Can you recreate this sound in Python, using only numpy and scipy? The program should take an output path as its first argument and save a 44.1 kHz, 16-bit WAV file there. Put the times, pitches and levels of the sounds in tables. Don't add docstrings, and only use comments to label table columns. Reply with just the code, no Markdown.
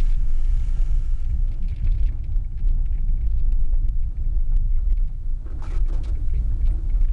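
import sys
import numpy as np
from scipy import signal
from scipy.fft import rfft, irfft
from scipy.io import wavfile
from scipy.ndimage import uniform_filter1d, minimum_filter1d

SR = 44100
rng = np.random.default_rng(int(sys.argv[2]) if len(sys.argv) > 2 else 0)


def wrap_up_sound(samples):
    columns = np.atleast_2d(samples).T
    tamed = np.clip(columns, -1, 1)
    steps = np.round(tamed * 32767).astype(np.int16)
    wavfile.write(sys.argv[1], SR, steps)


N = 314256
T = np.arange(N) / SR
HZ = np.fft.rfftfreq(N, 1 / SR)

# time in seconds, peak in dB, number of half swings.
JOLTS = [(.792, -11, 3), (2.034, -8.9, 2), (2.361, -10.1, 1), (2.674, -10.4, 1), (3.270, -9.4, 1),
         (3.524, -9.2, 1), (3.627, -10.4, 1), (3.888, -8.6, 1), (4.368, -10.4, 1), (4.567, -8.8, 1),
         (4.926, -9.1, 1), (5.807, -10.1, 1), (6.276, -10.45, 1), (6.680, -9.6, 1), (7.013, -8.9, 3)]
# time in seconds, cabin air level in dB, floor level in dB.
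ROUGHNESS = [(0.05, -50, -36), (0.42, -31, -42), (0.56, -25, -34.5), (0.78, -30, -35.5),
             (1.17, -30.5, -40.5), (1.3, -29.5, -36), (1.53, -28, -35.5), (1.86, -23.5, -34.5),
             (2.3, -30.5, -39.5), (2.62, -32, -39), (2.84, -22.5, -39), (3.05, -31.5, -33.5),
             (3.38, -26, -37), (3.65, -32, -38.5), (4.05, -29.5, -39.5), (4.24, -27, -38.5),
             (4.37, -38, -40.5), (4.6, -38, -36.5), (4.85, -27.5, -39.5), (5.15, -38, -41),
             (5.42, -36, -43.5), (5.55, -25.5, -38.5), (5.7, -35, -39.5), (6.12, -28, -37),
             (6.42, -25, -36.5), (6.85, -27.5, -37.5), (7.0, -20, -38), (7.13, -21.5, -44.5)]
# frequency in Hz, level in dB, seconds to decay by 60 dB.
TRIM_MODES = [(1350, -9.5, 0.025), (1720, -1, 0.015), (1970, -3.5, 0.015), (2170, 0, 0.031),
              (2310, 4, 0.014), (2570, -1.5, 0.011), (2620, -4, 0.015), (3030, -10.5, 0.011),
              (4040, -14.5, 0.008)]
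# frequency in Hz, gain in dB.
TICK_SPECTRUM = [(1200, -20.5), (2400, 1.5), (3000, -3.5), (3700, -3.5), (5000, -8.5), (6000, -17),
                 (10000, -21.5)]
# frequency in Hz, gain in dB.
TRUCK_SPECTRUM = [(300, 2), (600, -4), (920, 0.5), (1090, -7), (1260, -3), (1490, -10), (1650, -3.5),
                  (1850, -13.5), (1980, -13.5), (2200, -2), (2500, -2.5), (2900, -11), (3500, -9),
                  (7000, -10.5), (10500, -14.5)]


def body():
    shell = shell_boom()
    floor = floor_drone()
    rumble = even_rumble(shell + cabin_boom() + floor + thuds())
    return jolts(rumble, floor)


def shell_boom(rut_db=-7, bump_s=.037):
    # frequency in Hz, gain in dB.
    spectrum = [(8, -35), (13, -17), (18, -6.5), (24, -6), (30, 0.5), (35, -11.5), (42, -25.5), (60, -60.5)]
    # time in seconds, level in dB.
    sway = [(0, -15), (.6, -19.5), (1.05, -23), (2.2, -26), (2.8, -22), (3.7, -21), (4.15, -27.5),
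            (4.85, -17.5), (5.2, -26.5), (5.5, -26), (6.0, -23), (6.4, -26.5), (7.13, -20)]
    # time in seconds, level in dB.
    bumps = [(.13, -15), (.29, -20), (.41, -29), (.53, -8.5), (.92, -16), (1.12, -15), (1.24, -21.5),
             (1.42, -22), (1.65, -19.5), (1.9, -15), (2.83, -23), (3.1, -21), (3.43, -16.5), (3.75, -17),
             (3.99, -17), (4.26, -19), (4.39, -18.5), (4.49, -19), (4.77, -16.5), (5.03, -17.5), (5.3, -18),
             (5.96, -22.5), (6.53, -21)]
    swing = signal.hilbert(noise(shape(spectrum)))
    even_swing = unit((swing / (abs(swing) + .92)).real)
    heaves = bumps + [(s, db + rut_db) for s, db, _ in JOLTS]
    heave_power = sum(amp(db) ** 2 * np.exp(-((T - s) / bump_s) ** 2) for s, db in heaves)
    swell = np.sqrt(amp(curve(sway)[0]) ** 2 + heave_power)
    return even_swing * amp(wobble(5)) * swell


def jolts(rumble, floor, swing_hz=29, fade_s=.015, lag_s=.003):
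    out = rumble.copy()
    for k, (s, db, half_swings) in enumerate(JOLTS):
        age = T - s - lag_s
        hold_s = (round(half_swings) - 1) / (2 * swing_hz)
        outside_s = abs(age - np.clip(age, 0, hold_s))
        near = outside_s < 4 * fade_s
        grip = np.exp(-(outside_s[near] / fade_s) ** 2)
        forced = (-1) ** k * amp(db) * np.cos(2 * np.pi * swing_hz * age[near]) + .5 * floor[near]
        out[near] += grip * (forced - out[near])
    return out


def even_rumble(rumble, ceiling=.28, smooth_samples=700):
    gain = minimum_filter1d(np.minimum(1, ceiling / (abs(rumble) + 1e-9)), 2 * smooth_samples)
    return rumble * uniform_filter1d(uniform_filter1d(gain, smooth_samples), smooth_samples)


def cabin_boom():
    # frequency in Hz, gain in dB.
    spectrum = [(40, -34.5), (44, -7.5), (49, -3.5), (55, -3), (61, -5.5), (68, -18), (80, -43.5)]
    cabin_db, _ = curve(ROUGHNESS)
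    return noise(shape(spectrum)) * amp(cabin_db)


def floor_drone(level_db=1.4, lurch_db=3):
    # frequency in Hz, gain in dB.
    spectrum = [(58, -16.5), (68, -2), (92, 2.5), (102, -2.5), (145, -9), (178, -16.5), (190, -19),
                (220, -24), (300, -42)]
    _, floor_db = curve(ROUGHNESS)
    return noise(shape(spectrum)) * amp(floor_db + level_db + lurch_db * np.tanh(wander(14)))


def thuds(rise_s=.02, decay_s=.031, rough=.32):
    # start in seconds, length in seconds, panel frequency in Hz, level in dB.
    hollows = [(1.586, 0.076, 179.9, -44.5), (1.675, 0.037, 76.3, -40), (1.796, 0.072, 90.1, -30),
               (1.814, 0.041, 150.5, -41), (4.195, 0.038, 120.2, -37.5), (4.474, .07, 150, -43.5),
               (4.586, 0.094, 86.2, -37.5), (5.718, 0.12, 86, -38), (6.175, 0.021, 270, -44.5),
               (6.293, 0.1, 137, -38.5), (6.399, 0.065, 185, -43.5)]
    out = np.zeros(N)
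    for s, length, hz, db in hollows:
        turns = np.cumsum(hz * (1 + .08 * wander(60))) / SR + rng.random()
        drum = unit(np.sin(2 * np.pi * turns) * (1 + rough * wander(90)))
        out += amp(db) * envelope(s, length, rise_s, decay_s) * drum
    return out


def tyres(roar_db=.66, lumpy_db=2, air_db=-.5, grit_db=-11):
    # time in seconds, level in dB.
    roar_levels = [(0, -55.5), (.8, -55), (1.1, -57.5), (1.85, -51), (2.25, -57), (2.6, -58), (3.2, -55.5),
                   (4.4, -57), (5.35, -61.5), (5.55, -49), (5.84, -53), (6.0, -46.5), (6.2, -52),
                   (6.6, -50), (7.1, -55)]
    air_levels = [(1.5, -74), (2.3, -74), (4.0, -73), (5.3, -72), (6.3, -66.5), (7.13, -69)]
    # frequency in Hz, gain in dB.
    roar_spectrum = [(120, 1.5), (200, -15), (245, 5.5), (270, -3), (300, 3.5), (350, -1), (420, -12),
                     (590, -9.5), (700, -14.5), (800, -14.5), (1050, -21), (1350, -22), (1800, -30.5),
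                     (5000, -43.5)]
    air_spectrum = [(600, -5), (1300, 7), (1800, 4), (2400, 1.5), (3200, -0.5), (4200, -0.5), (5200, -3),
                    (7000, -4), (9800, -3), (11000, -15)]
    lumps = amp(lumpy_db * wobble(7.4))
    roar = noise(shape(roar_spectrum)) * amp(curve(roar_levels)[0] + roar_db) * lumps
    air = noise(shape(air_spectrum))
    grit = amp(grit_db) * lumps * colour(grains(per_s=250, spread_db=2.8), shape(air_spectrum))
    return roar + (air + grit) * amp(curve(air_levels)[0] + air_db)


def soil(clods_db=1.5, arch_db=3, rise_s=.006, clod_decay_s=.016, sand_decay_s=.006, spread_db=1.9):
    # start in seconds, length in seconds, clod level in dB, sand level in dB,
    # ring frequency in Hz, ring width in Hz, ring level in dB.
    throws = [(5.45, 0.034, -52.5, -79, 1450, 450, -62), (5.497, 0.029, -51, -67, 1300, 500, -66),
              (5.586, .02, -56, -68, 1400, 550, -62), (5.618, 0.026, -52, -55.5, 940, 240, -45),
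              (5.634, 0.031, -56, -58, 1270, 260, -49), (5.663, 0.032, -50, -57, 2280, 260, -56),
              (5.698, 0.023, -46.5, -53.5, 1980, 350, -52.5), (5.73, 0.03, -45.5, -56, 2280, 350, -58),
              (5.761, 0.018, -54.5, -52.5, 1100, 400, -57), (5.877, 0.023, -50, -57, 1330, 302, -54.5),
              (5.923, 0.021, -49.5, -55.5, 480, 193, -46), (5.94, 0.044, -54.5, -61, 700, 400, -53),
              (6.031, 0.022, -55, -52, 3600, 1410, -54), (6.049, 0.0092, -50, -60, 2240, 400, -59),
              (6.073, 0.026, -55, -56, 1480, 250, -63)]
    # frequency in Hz, width in Hz, level in dB.
    arch_modes = [(368, 83, 14), (435, 44, -11), (620, 78, -6), (816, 46, 7.5), (1093, 50, 1),
                  (1303, 61, -1), (1556, 73, 0), (2340, 61, -5)]
    # frequency in Hz, gain in dB.
    clod_spectrum = [(150, -21), (330, 6), (430, -2), (520, 6.5), (630, -3.5), (740, 0), (870, -3.5),
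                     (1050, -1), (1350, 2.5), (1900, -13), (2300, -10), (3200, -18), (8000, -42)]
    sand_spectrum = [(900, -13), (1600, -2), (2300, 1.5), (3000, -1.5), (4000, -1), (5000, -3), (6500, -5),
                     (8000, -8), (10500, -12)]
    clod_flow = sand_flow = spots = 0
    stones = grains(2500, spread_db)
    for s, length, clod_db, sand_db, hz, width, ring_db in throws:
        throw = envelope(s, length, rise_s, clod_decay_s)
        clod_flow += amp(clod_db + clods_db) * throw
        sand_flow += amp(sand_db) * envelope(s, length, rise_s, sand_decay_s)
        spots += amp(ring_db) * throw * resonate(stones, hz, width)
    arch = 1 + sum(amp(db + arch_db) / (1 + (2 * (HZ - hz) / width) ** 2) for hz, width, db in arch_modes)
    strength = unit(amp(4.4 * np.tanh(wander(330))))
    clods = colour(clod_flow * strength * grains(1800, spread_db), shape(clod_spectrum) * arch)
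    sand = colour(sand_flow * strength * grains(8200, spread_db), shape(sand_spectrum))
    return spots + clods + sand


def knocks(knock_db=-9.5, decay_s=.028, t60_s=.093, rise_s=.0021, pair_ratio=1.11, pair_db=-7):
    # time in seconds, knock level in dB, ring frequency in Hz, ring level in dB.
    blows = [(0.764, -47.5, 790, -49.5), (0.787, -49, 610, -54), (0.812, -53, 640, -50),
             (0.9, -52, 810, -59), (1.704, -53, 405, -60), (1.864, -43, 616, -63), (2.981, -48.5, 980, -67),
             (3.461, -55, 1350, -70), (3.646, -54, 1310, -68), (3.725, -47.5, 560, -48),
             (3.736, -55, 790, -52), (4.111, -50, 790, -66), (4.516, -46, 776, -54.5),
             (4.781, -46, 1315, -63), (4.997, -47, 1340, -62), (5.093, -51.5, 740, -55),
             (6.17, -53, 376, -44.5), (6.335, -65, 395, -44), (6.362, -65, 375, -42.5),
             (6.455, -48, 1390, -66), (6.513, -45.5, 775, -57), (6.670, -42.5, 790, -51.5),
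             (6.69, -59, 580, -47), (6.742, -56, 783, -52), (6.784, -48, 323, -47),
             (6.955, -45.5, 607, -54), (7.009, -43, 598, -64)]
    # frequency in Hz, gain in dB.
    spectrum = [(150, -13), (330, 5), (560, 3.5), (800, -3), (1300, -3.5), (2000, -11.5), (5000, -35.5)]
    times, levels_db, _, _ = np.transpose(blows)
    out = colour(bursts(times, levels_db + knock_db, decay_s), shape(spectrum))
    t = T[:SR // 6]
    for s, _, hz, db in blows:
        lower = np.sin(2 * np.pi * hz * t)
        upper = amp(pair_db) * np.sin(2 * np.pi * (pair_ratio * hz * t + rng.random()))
        add(out, s, amp(db - 60 * t / t60_s) * np.minimum(t / rise_s, 1) * (lower + upper))
    return out


def trim_clacks(level_db=-7, uneven_db=1.5, detune=.008, settle_s=.015, length_s=.021, rasp_gain=.33):
    # time in seconds, level in dB.
    clacks = [(1.297, -50), (1.515, -52), (1.718, -47), (1.7972, -50), (1.866, -42.5), (1.9814, -52),
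              (2.0848, -46.5), (2.122, -52.5), (2.192, -57), (2.2438, -54), (2.445, -51), (2.514, -61),
              (2.5757, -53), (2.589, -53), (2.643, -59), (2.773, -59), (2.857, -48), (2.924, -52.5),
              (2.948, -53), (2.9784, -48), (3.083, -51), (3.174, -54), (3.2076, -53), (3.24, -56),
              (3.468, -62), (3.5181, -49.5), (3.645, -56), (3.7397, -58), (3.78, -62), (3.855, -57.5),
              (3.957, -63), (4.0277, -54.5), (4.166, -52), (4.24, -56), (4.3967, -61), (4.4686, -62),
              (4.533, -55), (4.717, -56.5), (4.7581, -52), (4.8742, -60.5), (4.899, -51), (4.9736, -52),
              (5.04, -61), (5.075, -61), (5.147, -63), (5.8586, -50.5), (6.1507, -49), (6.2953, -50.5),
              (6.334, -48.5), (6.61, -50.5), (6.657, -54), (6.703, -51.5), (6.8953, -47), (6.941, -54),
              (6.968, -58), (7.012, -47.5), (7.045, -46.5), (7.0824, -48)]
    out, t = np.zeros(N), T[:SR // 12]
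    rasp_band = signal.butter(3, [1600, 2650], "bandpass", fs=SR)
    for s, db in clacks:
        ring = 0
        for k, (hz, mode_db, t60) in enumerate(TRIM_MODES):
            fade = amp(mode_db + uneven_db * rng.standard_normal() - 60 * t / t60)
            detuned_hz = hz * (1 + detune * rng.uniform(-1, 1))
            ring += (-1) ** k * fade * np.sin(2 * np.pi * detuned_hz * t + rng.uniform(-1, 1))
        contact, scrape = rng.standard_normal((2, len(t))) * np.exp(-t / settle_s - (t / length_s) ** 2)
        rasp = unit(signal.lfilter(*rasp_band, scrape))
        clack = unit(signal.fftconvolve(contact, ring)[:len(t)]) + rasp_gain * rasp
        peak_rms = np.sqrt(uniform_filter1d(clack ** 2, size=130).max())
        add(out, s, amp(db + level_db) * clack / peak_rms)
    return out


def ticks(level_db=-3, treble_db=-25.5):
    # time in seconds, level in dB.
    landings = [(0.0044, -36.5), (0.0314, -49), (0.0554, -50), (0.069, -51), (0.0974, -44), (0.112, -46),
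                (0.122, -47), (0.141, -48), (0.4475, -46.5), (0.567, -48), (0.5979, -48.5), (0.788, -49),
                (0.816, -48), (1.22, -54), (1.246, -49), (1.4803, -50), (1.516, -49), (1.54, -50),
                (1.627, -49.5), (1.6836, -42.5), (1.698, -51), (1.71, -57), (1.762, -42.5), (1.845, -44.5),
                (1.872, -54), (1.912, -50), (1.92, -47), (1.948, -50), (1.981, -50.5), (1.996, -53),
                (2.062, -45), (2.072, -44), (2.241, -49), (2.32, -54.5), (2.576, -51), (2.593, -50.5),
                (2.687, -50), (3.3146, -52), (3.3796, -52.5), (3.398, -52.5), (4.972, -52.5), (5.076, -54),
                (6.6567, -49), (6.67, -43.5)]
    times, levels_db = np.transpose(landings)
    contact = bursts(times, levels_db + level_db, decay_s=.0023, rebound=.52, rebound_s=.0048)
    treble = colour(contact, shape([(4000, -16), (7000, -.5), (11000, -1.5)]))
    return colour(contact, shape(TICK_SPECTRUM)) + amp(treble_db) * treble


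def truck(hiss_db=-.9, flutter_db=.5, speed_m_per_s=5.55, shielding=3.3):
    # time abreast in seconds, distance then in metres, level in dB.
    axles = [(.04, 0.67, -57), (0.659, 4.13, -57.5)]
    power = 0
    for s, metres, db in axles:
        nearness = metres / np.hypot(metres, speed_m_per_s * (T - s))
        power += (amp(db) * nearness ** shielding) ** 2
    passing = np.sqrt(power)
    gap = window_gap(passing)
    gear = running_gear()
    hiss = noise(shape(TRUCK_SPECTRUM)) * passing * amp(hiss_db)
    return (hiss + gap) * amp(flutter_db * wobble(32)) + gear + gravel(passing)


def window_gap(passing, level_db=4, waver_db=2, drift=.005, beaming=.25):
    # frequency in Hz, width in Hz, level in dB.
    modes = [(566, 74, -75.5), (771, 38, -73.5), (1287, 42, -73), (1355, 27, -72.5), (1612, 43, -71.5),
             (1808, 90, -71), (2148, 34, -73.5), (2270, 100, -79), (2815, 90, -74), (2877, 76, -76.5),
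             (3020, 65, -74), (3190, 38, -78.5), (5800, 220, -75.5), (6790, 320, -74), (7560, 260, -77.5)]
    hiss, out = rng.standard_normal(N), np.zeros(N)
    for hz, width, db in modes:
        swell = (passing / passing.max()) ** ((hz / 2500) ** beaming)
        gain = amp(db + level_db + waver_db * np.tanh(wander(12)))
        out += gain * swell * resonate(hiss, hz * (1 + drift * wander(5)), width)
    return out


def running_gear():
    # time in seconds, level in dB.
    levels = [(.3, -80), (.7, -71), (.95, -70), (1.22, -70), (1.45, -90)]
    return resonate(rng.standard_normal(N), hz=1348, width_hz=55) * amp(curve(levels)[0])


def gravel(passing, level_db=-9):
    contact = patter(per_s=70, decay_s=.002)
    return amp(level_db) * passing * unit(colour(contact, shape(TRUCK_SPECTRUM)))


def chatter(rest_db=-87, panel_db=-2, rise_s=.0068, settle_s=.011):
    # start in seconds, length in seconds, level in dB.
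    washboard = [(0, 0.14, -63), (1.47, 0.11, -73), (1.618, 0.52, -67.5), (2.17, 0.22, -81),
                 (2.582, 0.14, -77), (2.86, 0.55, -80)]
    bounces = patter(per_s=300, decay_s=.0047)
    t = T[:SR // 16]
    ring = sum(amp(db - 60 * t / t60) * np.sin(2 * np.pi * (hz * t + rng.random()))
               for hz, db, t60 in TRIM_MODES)
    panel = unit(signal.oaconvolve(bounces, ring)[:N])
    rattle = unit(colour(bounces, shape(TICK_SPECTRUM)))
    shaking = sum(amp(db) * envelope(s, length, rise_s, settle_s) for s, length, db in washboard)
    return (rattle + amp(panel_db) * panel) * (amp(rest_db) + shaking)


def squeaks():
    # start and length in seconds, first pitch, last pitch and width in Hz, level in dB.
    creaks = [(6.345, .052, 2080, 2130, 190, -66), (6.335, .06, 2450, 2550, 450, -65),
              (6.34, .055, 3800, 3950, 600, -71), (6.70, .047, 9300, 8700, 1100, -69)]
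    out = np.zeros(N)
    for s, length, start_hz, end_hz, width, db in creaks:
        count = int(length * SR)
        tone = np.sin(2 * np.pi * np.cumsum(np.linspace(start_hz, end_hz, count)) / SR)
        add(out, s, amp(db) * unit(tone * wobble(width)[:count] * signal.windows.tukey(count, .5)))
    return out


def gear_whine(jitter=.006, waver_db=2):
    # time in seconds, pitch in Hz, level in dB.
    course = [(2.1, 808, -86), (2.5, 800, -73.5), (2.9, 785, -74), (3.3, 765, -73), (3.7, 758, -75),
              (4.1, 765, -84), (5.0, 780, -88), (5.4, 780, -100)]
    hz, db = curve(course)
    turns = np.cumsum(hz * (1 + jitter * wobble(30))) / SR
    return unit(np.sin(2 * np.pi * turns)) * amp(db + waver_db * wobble(15))


def amp(db):
    return 10 ** (np.asarray(db) / 20)


def unit(x):
    return x / np.sqrt(np.mean(abs(x) ** 2) + 1e-20)


def curve(rows):
    s, *columns = np.transpose(rows)
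    return [np.interp(T, s, c) for c in columns]


def shape(points):
    hz, db = np.transpose(points)
    skirts = 1 / np.sqrt((1 + (HZ / (1.5 * hz[-1])) ** 12) * (1 + (.6 * hz[0] / (HZ + 1)) ** 8))
    return skirts * amp(np.interp(np.log(HZ + 1), np.log(hz + 1), db))


def colour(x, gain):
    log_gain = np.log(np.maximum(gain / gain.max(), 1e-5))
    mirrored = np.concatenate([log_gain, log_gain[-2:0:-1]])
    response = np.exp(np.conj(signal.hilbert(mirrored))[:len(HZ)])
    return irfft(rfft(x) * unit(response), N)


def resonate(x, hz, width_hz):
    carrier = np.exp(2j * np.pi * np.cumsum(hz * np.ones(len(x))) / SR)
    pole = np.exp(-np.pi * 1.55 * width_hz / SR)
    baseband = signal.lfilter([1], [1, -2 * pole, pole * pole], x * carrier.conj() + 1e-18)
    return unit((carrier * baseband).real)


def noise(gain):
    return unit(irfft(rfft(rng.standard_normal(N)) * gain, N))


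def wobble(hz):
    return noise(np.exp(-(HZ / hz) ** 2))


def wander(per_s):
    return np.interp(T * per_s, np.arange(1000), rng.standard_normal(1000))


def grains(per_s, spread_db):
    size = amp(spread_db * np.minimum(rng.exponential(1, N), 4))
    return unit(rng.standard_normal(N) * size * (rng.random(N) < per_s / SR))


def patter(per_s, decay_s, spread_db=2.5):
    fade = np.exp(-T[:SR // 50] / decay_s)
    return signal.oaconvolve(abs(grains(per_s, spread_db)), fade)[:N] * rng.standard_normal(N)


def bursts(times, levels_db, decay_s, rebound=0, rebound_s=.005):
    out, fade = np.zeros(N), np.exp(-T[:SR // 8] / decay_s)
    for s, db in zip(times, levels_db):
        gaps = rebound_s * rng.uniform(.5, 1.5, size=3)
        for k, delay in enumerate([0, *np.cumsum(gaps)]):
            add(out, s + delay, amp(db) * rebound ** k * fade)
    return out * rng.standard_normal(N)


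def envelope(s, length, rise_s, decay_s):
    age = np.maximum(T - s, 0)
    return np.minimum(age / rise_s, 1) * np.exp(-np.clip((age - length) / decay_s, 0, 40))


def add(mix, s, sound):
    part = mix[max(round(s * SR), 0):][:len(sound)]
    part += sound[:len(part)]


def scene():
    driving = body() + tyres() + truck() + gear_whine()
    return (driving + trim_clacks() + ticks() + knocks() + chatter() + soil() + squeaks())[None]


def record(dry):
    ceiling_db, step_db, recovery_db_per_s, cutoff_hz = -10.6, .33, 25, 10800
    over_db = np.maximum(20 * np.log10(abs(dry[0]) + 1e-9) - ceiling_db, 0)
    stepped_db = np.ceil(over_db / step_db) * step_db
    recovery_db = recovery_db_per_s * T
    cut_db = np.maximum.accumulate(stepped_db + recovery_db) - recovery_db
    padded = np.pad(dry[0] * amp(-cut_db), 80, mode="reflect", reflect_type="odd")
    low_pass = signal.firwin(161, cutoff_hz, window=("kaiser", 7), fs=SR)
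    return signal.oaconvolve(padded, low_pass, "valid")[None]


dry = scene()
out = record(dry)
wrap_up_sound(out)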